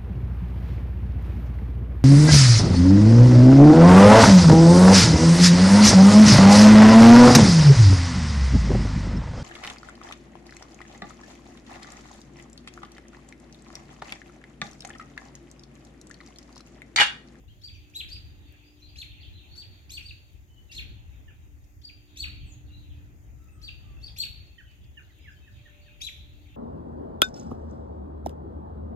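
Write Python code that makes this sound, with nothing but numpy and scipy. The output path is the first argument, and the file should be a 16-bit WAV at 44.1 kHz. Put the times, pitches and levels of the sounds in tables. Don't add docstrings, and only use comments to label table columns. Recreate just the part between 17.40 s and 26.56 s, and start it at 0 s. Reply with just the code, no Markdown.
import sys
import numpy as np
from scipy import signal
from scipy.fft import rfft, irfft, next_fast_len
from scipy.io import wavfile
from scipy.ndimage import uniform_filter1d, map_coordinates

SR = 44100
rng = np.random.default_rng(int(sys.argv[2]) if len(sys.argv) > 2 else 0)


def generate_wav(sig):
    pcm = np.round(np.clip(np.atleast_2d(sig).T, -1, 1) * 32767).astype(np.int16)
    wavfile.write(sys.argv[1], SR, pcm)


def ratio(d):
    e = np.asarray(d, float) / 20
    return 10 ** e


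N = 403956

# (time [s], level [dB])
TRAFFIC_LEVEL = [(0.0, -56), (0.74, -53.5), (1.3, -57.5), (1.84, -49), (2.65, -56), (3.05, -58),
                 (3.47, -48.5), (4.2, -55.5), (4.67, -58), (4.95, -46.5), (5.4, -53), (5.65, -49),
                 (6.12, -54.5), (6.48, -50.5), (7.0, -55), (7.8, -55), (9.16, -53.5)]
# (frequency [Hz], density [dB per Hz])
RUMBLE_COLOUR = [(12, -53), (20, -22.5), (53, -0.5), (70, 1.5), (123, -8), (146, -15), (188, -22.5),
                 (250, -25.5), (320, -41), (550, -120)]
# (time [s], level [dB])
TYRE_LEVEL = [(0.0, -78), (0.4, -79), (0.89, -72.5), (1.4, -78.5), (2.3, -74.5), (3.03, -81), (3.42, -74),
              (4.5, -80), (4.95, -75), (5.9, -76), (6.6, -72.5), (7.2, -78.5), (9.16, -75.5)]
# (frequency [Hz], density [dB per Hz])
TYRE_COLOUR = [(110, -18.5), (180, -4), (248, -7), (300, -3), (529, -15.5), (844, -15), (1030, -22),
               (1600, -18), (2080, -16), (3520, -120)]
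# (frequency [Hz], density [dB per Hz])
AIR_COLOUR = [(700, -32), (1000, -7), (1500, -11.5), (2200, -5.5), (2700, -9.5), (3600, -46), (4700, -17.5),
              (5800, -17.5), (6750, -5.5), (7450, -19.5), (8200, -16.5), (9350, -23.5), (13300, -10.5),
              (15600, -15)]
# (frequency [Hz], correlation [0-1])
LIKENESS = [(40, 0), (70, .3), (130, .6), (290, .8), (640, .45), (1400, .55), (3000, .3), (7000, .15)]
# (frequency [Hz], left minus right [dB])
BALANCE = [(60, 2.5), (110, -2.5), (200, 1), (380, 0), (700, 2.5), (1290, -2.5), (2380, -4.5), (4400, 22.5),
           (8120, 14.5), (15000, 10)]

# (frequency [Hz], idle level [dB])
MACHINE_TONES = [
    (296, -75),
    (588, -85.5),
    (356.5, -88),
]
# (centre [s], half length [s], peak level [dB])
LOAD_SURGES = [
    [(.9, 1, -72.5), (5.2, 0.77, -65.5), (9.1, 0.33, -71)],
    [(2.9, 0.16, -91), (8.5, 0.35, -73)],
    [(.8, 1, -74.5), (2.3, 0.63, -76), (3.4, 0.19, -67), (4.8, .4, -75.5), (7, 1, -85.5), (9.1, 0.34, -87)],
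]

# (time [s], level [dB])
FLOCK_LEVEL = [(0.0, -79.5), (0.43, -70), (1.43, -71.5), (1.71, -62), (3.14, -78), (3.44, -65.5),
               (4.28, -85.5), (4.97, -66), (5.99, -82.5), (6.76, -65.5), (7.24, -72.5), (9.16, -70)]

# (time [s], peak level [dB], centre [Hz])
SNAPS = [
    (.036, -57, 750),
    (.498, -58, 6000),
    (4.24, -63, 5500),
    (7.065, -62, 4800),
    (7.312, -62, 4700),
    (7.44, -61, 4700),
]
# (time [s], peak level [dB], left minus right [dB])
TICKS = [
    (1.1238, -47, 18),
    (2.9317, -54, 14),
    (4.5321, -56, 9.5),
    (6.0422, -52, 11.0),
    (7.7857, -50, -20),
]

# (time [s], length [s], first pitch [Hz], level [dB])
RISES = [
    (.08, .04, 2700, -70),
    (1.8, .025, 3900, -64),
    (.076, .02, 3400, -74),
    (1.4, .04, 5400, -81),
]
FALLS = [
    (.329, 0.036, 3610, -66),
    (1.12, 0.031, 3500, -77),
    (1.263, 0.043, 3620, -78),
    (1.817, 0.035, 4030, -62),
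    (1.7, 0.046, 3950, -64),
    (1.97, 0.027, 4300, -64.5),
    (3.88, 0.039, 3520, -75.5),
    (5.488, 0.043, 3990, -74),
]
SEETS = [
    (.335, .024, 6400, -75),
    (1.486, .012, 5000, -71),
    (5.058, .045, 8400, -74),
    (5.099, .043, 7200, -67),
    (6.112, .04, 9000, -78),
    (7.907, .027, 7500, -82),
]
PIPES = [(1.056, 0.022, 3430, -75), (3.08, 0.078, 3000, -74), (3.155, 0.058, 2950, -71),
         (3.291, .04, 2750, -67), (5.277, 0.087, 2790, -73), (6.083, 0.019, 2580, -77),
         (6.56, 0.0466, 2680, -73), (7.1, 0.039, 2640, -78), (7.263, 0.034, 2980, -71),
         (7.322, 0.044, 3030, -75), (7.4, .04, 3000, -87), (7.49, .05, 3010, -90), (7.96, 0.027, 3120, -70),
         (8.013, 0.056, 2580, -76)]
CHEEPS = [
    (1.235, 0.084, 4720, -76),
    (1.415, .028, 3990, -60),
    (1.931, .04, 3980, -62),
    (2.107, 0.052, 4340, -67),
    (5.315, 0.05, 3934, -64),
    (7.61, .05, 4780, -88),
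    (7.79, 0.061, 4890, -81),
    (7.886, 0.047, 4920, -79),
    (8.11, .04, 4810, -80),
]
COOS = [
    (5.966, 0.36, 1330, -89),
    (6.42, 0.126, 1222, -87.5),
]
# (calls [table], last pitch over first [ratio], left minus right [dB])
FAR_KINDS = [
    (FALLS, .6, 2.64),
    (RISES, 1.28, 15),
    (CHEEPS, 1.04, 4.4),
    (PIPES, 1.01, 0),
    (SEETS, .87, 18),
    (COOS, .92, -13),
]
# (time [s], first pitch [Hz], level [dB], upper tone level [dB])
CHUCKS = [
    (1.115, 1900, -74, -80),
    (3.875, 1800, -68, -78),
    (7.18, 1900, -57, -60),
    (7.568, 1780, -60, -59),
    (7.69, 2100, -70, -84),
    (7.84, 2250, -62, -80),
    (7.87, 1760, -61, -72),
    (8.062, 1870, -68, -80),
    (8.25, 1900, -65, -82),
    (8.458, 1850, -68, -80),
]

# (time [s], length [s], crest [Hz], plateau level [dB], fall level [dB])
THIN_CHIRPS = [
    (.21, 0.095, 4950, -50.5, -54.5),
    (.685, 0.086, 4940, -46.5, -48),
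    (2.152, 0.092, 4660, -46.5, -47),
    (2.62, 0.1, 4780, -52.5, -47.5),
    (4.414, .091, 4980, -52.5, -56),
    (6.215, 0.083, 4790, -48.5, -47),
    (6.61, 0.092, 4940, -50.5, -53),
]
# (plateau [Hz], level [dB], pitch where the fall is loudest [Hz], left delay [samples])
THIN_UPPER = [(7700, -71.5, 2500, -25.5), (8160, -64.5, 3550, -19), (7760, -63, 5500, -11.5),
              (8320, -67.5, 4600, -2.5), (8100, -75, 3000, -23), (8190, -67.5, 3900, -7.5),
              (8550, -71, 4100, -8.5)]
# (time [s], length [s], crest [Hz], plateau level [dB], fall level [dB])
LOUD_CHIRPS = [
    (.535, .088, 4110, -42.5, -36.5),
    (1.555, 0.081, 4400, -45, -44),
    (2.493, .096, 4630, -46.5, -44),
    (3.312, 0.091, 4300, -46, -44),
    (4.759, .091, 4590, -44, -40.5),
    (6.761, 0.084, 4600, -40.5, -41),
    (8.603, 0.093, 4000, -38, -44),
]
# (plateau [Hz], level [dB], pitch where the fall is loudest [Hz], left delay [samples])
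LOUD_UPPER = [(7630, -58, 3600, 15), (7100, -56.5, 2730, 13), (8250, -52, 2730, 10.5),
              (7230, -54.5, 2600, 10.5), (7780, -53.5, 2750, 11.5), (7800, -50, 2850, 15.5),
              (7210, -48.5, 2680, -20)]
# crest [share of length], bend of the fall [exponent], pitches [Hz],
# follow of the crest [share], knee [ratio], stage levels [dB], echo levels and pan [dB]
THIN_HABIT = dict(crest=.6, bend=1.0, end_hz=2050, onset_hz=2750, plateau_hz=4520, usual_hz=4750, follow=.2, knee=.95, rise_db=(-27, -10, 0, -7),
              end_db=-27, upper_db=(2, 2, 0, -2, -12, -16), slap_db=-22, near_db=-10, pan_db=5)
LOUD_HABIT = dict(crest=.66, bend=1.4, end_hz=1700, onset_hz=2100, plateau_hz=4000, usual_hz=4050, follow=.45, knee=.93, rise_db=(-24, -5, 0, 1),
              end_db=-24, upper_db=(-10, 1, 0, -6, -22, -28), pan_db=2.6, slap_db=-14, near_db=-10)
MOVED_HABIT = dict(LOUD_HABIT, slap_db=-24, near_db=-13, pan_db=6)
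RISE_STAGES = (0, .18, .37)
UPPER_ARCH = (0.522, 0.861, 1, 1.028)

# (frequency [Hz], t60 [s])
FRONT_DECAY = [(1500, .6), (3000, .75), (4500, .6), (9000, .3), (14000, .6)]
# (frequency [Hz], gain [dB])
ECHO_COLOUR = [(1500, 13.5), (2500, 3), (3500, 4.5), (4500, 8.5), (7000, 6), (12000, 9)]
# (frequency [Hz], gain [dB])
MIC_COLOUR = [(1500, 4.5), (2500, 9), (3500, 3), (5500, 4), (8000, 1), (9500, -5.5), (10500, 2.5),
              (12000, 3), (15000, -14)]


def unit(x):
    return x / np.sqrt(np.mean(x ** 2) + 1e-20)


def along(points, hz):
    f, v = np.transpose(points)
    return np.interp(np.log(hz + 1), np.log(f + 1), v)


def curves(rows):
    s, *cols = np.transpose(rows)
    return [np.interp(np.arange(N) / SR, s, c) for c in cols]


def wobble(rate, size=N):
    knots = rng.standard_normal(int(size * rate / SR) + 4)
    return map_coordinates(knots, [np.arange(size) * rate / SR])


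def filtered(x, response):
    m = next_fast_len(x.shape[-1] + 8192)
    spectrum = rfft(x, m) * response(np.fft.rfftfreq(m, 1 / SR))
    return irfft(spectrum, m)[..., :x.shape[-1]]


def add(mix, s, sound):
    part = mix[:, round(s * SR):][:, :sound.shape[1]]
    part += sound[:, :part.shape[1]]


def phase(hz):
    return 2 * np.pi * np.cumsum(hz) / SR


def rush(spectrum, patchy_db, lag_s):
    z = signal.stft(rng.standard_normal((2, N)), nperseg=512)[2]
    patches = uniform_filter1d(rng.standard_normal(z.shape[1:]), size=6, axis=0)
    patches = uniform_filter1d(patches, size=14, axis=1)
    pair = signal.istft(z * ratio(patchy_db * unit(patches)), nperseg=512)[1][:, :N]

    def mid_side(hz):
        turn = np.arccos(np.clip(along(LIKENESS, hz), -1, 1)) / 2
        return ratio(along(spectrum, hz)) * [np.cos(turn), np.sin(turn)]

    def left_right(hz):
        half = np.array([[.5], [-.5]])
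        return ratio(half * along(BALANCE, hz)) * np.exp(-2j * np.pi * hz * lag_s * half)

    mid, side = filtered(pair, mid_side)
    return unit(filtered(np.array([mid + side, mid - side]), left_right))


def traffic():
    level_db, = curves(TRAFFIC_LEVEL)
    unsteady_db = 5 + 1.95 * wobble(7)
    sway_db = np.array([[.5], [-.5]]) * (1.0 + wobble(2.966))
    return ratio(level_db + unsteady_db + sway_db) * rush(RUMBLE_COLOUR, patchy_db=1.83, lag_s=0.000096)


def tyres():
    level_db, = curves(TYRE_LEVEL)
    return ratio(level_db + 11.5 + 0.35 * wobble(6.9)) * rush(TYRE_COLOUR, patchy_db=1.5, lag_s=0.00025)


def air():
    return ratio(-70.5 + .6 * wobble(14)) * rush(AIR_COLOUR, patchy_db=.6, lag_s=.00035)


def hum():
    t, mix = np.arange(N) / SR, 0
    for (hz, idle_db), surges in zip(MACHINE_TONES, LOAD_SURGES):
        swells = sum(ratio(db) * np.exp(-((t - s) / half) ** 2) for s, half, db in surges)
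        size = (ratio(idle_db) + swells) * ratio(2.5 + 2.0 * wobble(6))
        mix = mix + size * np.sin(phase(hz + 1.49 * wobble(4)))
    return mix * ratio([[1.2], [-1.2]])


def street(x, slap_db, near_db, tail_db, pan_db, lag=None):
    hz, t, z = signal.stft(rng.standard_normal((2, SR * 3 // 4)), SR, nperseg=256)
    decay = ratio(-60 * t / along(FRONT_DECAY, hz)[:, None])
    tail = signal.istft(z * decay, SR, nperseg=256)[1]
    t = np.arange(tail.shape[1]) / SR
    near = rng.standard_normal(tail.shape) * ratio(-60 * t / .25) * (1 - np.exp(-t / .012))
    slap = rng.standard_normal(tail.shape) * np.exp(-((t - .032) / .0008) ** 2)
    layers = ((tail_db, tail), (near_db, near), (min(slap_db, -5), slap))
    answer = sum(ratio(db) * part / np.linalg.norm(part[0]) for db, part in layers)
    answer = filtered(answer, lambda hz: ratio(along(ECHO_COLOUR, hz)))
    when, size = rng.random((2, 2, 4))
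    answer[[[0], [1]], (60 + when * .012 * SR).astype(int)] += ratio(-13) * (2 * size - 1)
    lag = int(np.clip(-5 * pan_db if lag is None else lag, -30, 30))
    answer[0, 20 + lag // 2] += ratio(pan_db / 2)
    answer[1, 20 + lag // 2 - lag] += ratio(-pan_db / 2)
    return signal.fftconvolve(x[None], answer, axes=1)


def note(length, first_hz, last_hz, bend):
    u = np.arange(round(length * SR)) / (length * SR)
    hz = first_hz + (last_hz - first_hz) * u ** bend
    swell = np.sin(np.pi * u ** .8) ** .6 * ratio(2 + 3 * wobble(120, size=len(u)))
    return phase(hz * (1 + .014 * wobble(200, size=len(u)))), swell


def flock(count):
    calls = np.zeros((1, N))
    for when, top, fall, size in rng.random((count, 4)):
        turn, swell = note(.06, 3100 + 1700 * top, 1700 + 700 * fall, bend=1.3)
        add(calls, when * N / SR, ratio(-14 * size) * swell[None] * np.sin(turn))
    heard = street(calls[0], slap_db=-20, near_db=7, tail_db=13, pan_db=5)
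    add(heard, 0, heard[:, N:].copy())
    return ratio(curves(FLOCK_LEVEL)[0]) * unit(heard[:, :N])


def ticks():
    mix, t = np.zeros((2, N)), np.arange(SR // 30) / SR
    for s, db, pan_db in TICKS:
        click = np.diff(rng.standard_normal(len(t) + 1)) * ratio(db - 15.0 - 60 * t / 0.013)
        add(mix, s, click * ratio([[pan_db / 2], [-pan_db / 2]]))
    for s, db, hz in SNAPS:
        grit = np.array([wobble(hz * 1.6, size=len(t)), wobble(hz * 0.27, size=len(t))])
        envelope = ratio(db - 60 * t / 0.07) * np.minimum(1, t / 0.0013)
        add(mix, s, grit * np.sin(2 * np.pi * hz * t) * envelope)
    return mix


def far_birds():
    mix = np.zeros((2, N))
    for rows, glide, pan_db in FAR_KINDS:
        for s, length, first_hz, db in rows:
            turn, swell = note(length, first_hz, glide * first_hz, bend=0.92)
            whistle = ratio(db) * swell * np.sin(turn)
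            add(mix, s, street(whistle, slap_db=-29, near_db=-3.5, tail_db=-2, pan_db=pan_db))
    return mix


def stages(row, upper, habit):
    s, length, crest_hz, db, fall_db = row
    high_hz, high_db, loud_fall_hz, _ = upper
    crest, end_hz = habit["crest"], habit["end_hz"]
    flat_hz = habit["plateau_hz"] + habit["follow"] * (crest_hz - habit["usual_hz"])
    fallen = ((crest_hz - loud_fall_hz) / (crest_hz - end_hz)) ** (1 / habit["bend"])
    falling_hz = np.array([loud_fall_hz, end_hz])
    times = s + length * np.r_[RISE_STAGES, crest, crest + fallen * (1 - crest), 1]
    low_pitch = np.r_[habit["onset_hz"], habit["knee"] * flat_hz, flat_hz, crest_hz, falling_hz]
    low_level = np.r_[db + np.array(habit["rise_db"]), fall_db, fall_db + habit["end_db"]]
    high_pitch = np.r_[high_hz * np.array(UPPER_ARCH), 1.8 * falling_hz]
    return times, low_pitch, low_level, high_pitch, high_db + np.array(habit["upper_db"])


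def sparrow(rows, uppers, habit):
    mix = np.zeros((2, N))
    for row, upper in zip(rows, uppers):
        s, hz, db, high_hz, high_db = stages(row, upper, habit)
        t = np.arange(s[0], s[-1], 1 / SR)
        size = len(t)
        cols = [np.interp(t, s, c) for c in (hz, ratio(db), high_hz, ratio(high_db))]
        hz, loud, high_hz, high_loud = (uniform_filter1d(c, size=200, mode="nearest") for c in cols)
        low = phase(hz * (1 + .008 * wobble(250, size=size)))
        high = phase(high_hz)
        sum_tone = np.sin(low + high)
        summed = ratio(along([(9500, -37), (11000, -6.0)], hz + high_hz)) * sum_tone
        rasp = ratio(-6.5) * unit(wobble(3000, size=size)) * (np.sin(high) + ratio(-23.5) * sum_tone)
        breath = 1 + ratio(-18.5) * unit(wobble(2500, size=size))
        voice = loud * np.sin(low) * breath
        voice += high_loud * (np.sin(high) + summed + rasp + ratio(-10) * np.sin(2 * low + high))
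        voice += high_loud * ratio(-12) * (np.sin(high - low) + np.sin(2 * low) + np.sin(3 * low))
        edge = np.minimum(1, np.minimum(t - s[0], s[-1] - t) / 0.001)
        flutter = ratio(-0.5 + 4.5 * wobble(145.2, size=size))
        heard = street(voice * edge * flutter, habit["slap_db"], habit["near_db"], tail_db=-11,
                       pan_db=habit["pan_db"], lag=upper[3])
        add(mix, s[0], heard)
    return mix


def thrush():
    mix = np.zeros((2, N))
    for s, first_hz, db, upper_db in CHUCKS:
        turn, swell = note(.036, first_hz, .7 * first_hz, bend=2.8)
        voice = swell * (ratio(db) * np.sin(turn) + ratio(upper_db) * swell * np.sin(1.62 * turn))
        add(mix, s, street(voice, slap_db=-20, near_db=-15, tail_db=-18, pan_db=-5))
    return mix


def ground(hz):
    return ratio(along(MIC_COLOUR, hz)) * (1 - .33 * np.exp(-2j * np.pi * hz * .00099))


def scene():
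    background = traffic() + tyres() + air() + hum()
    birds = flock(count=400) + far_birds() + thrush()
    birds += sparrow(THIN_CHIRPS, THIN_UPPER, THIN_HABIT)
    birds += sparrow(LOUD_CHIRPS[:-1], LOUD_UPPER, LOUD_HABIT)
    birds += sparrow(LOUD_CHIRPS[-1:], LOUD_UPPER[-1:], MOVED_HABIT)
    return filtered(birds, ground) + ticks() + background


def roll_off(x):
    return signal.sosfilt(signal.butter(12, 15710, fs=SR, output="sos"), x)


def record(dry):
    return roll_off(dry)


dry = scene()
out = record(dry)
generate_wav(out)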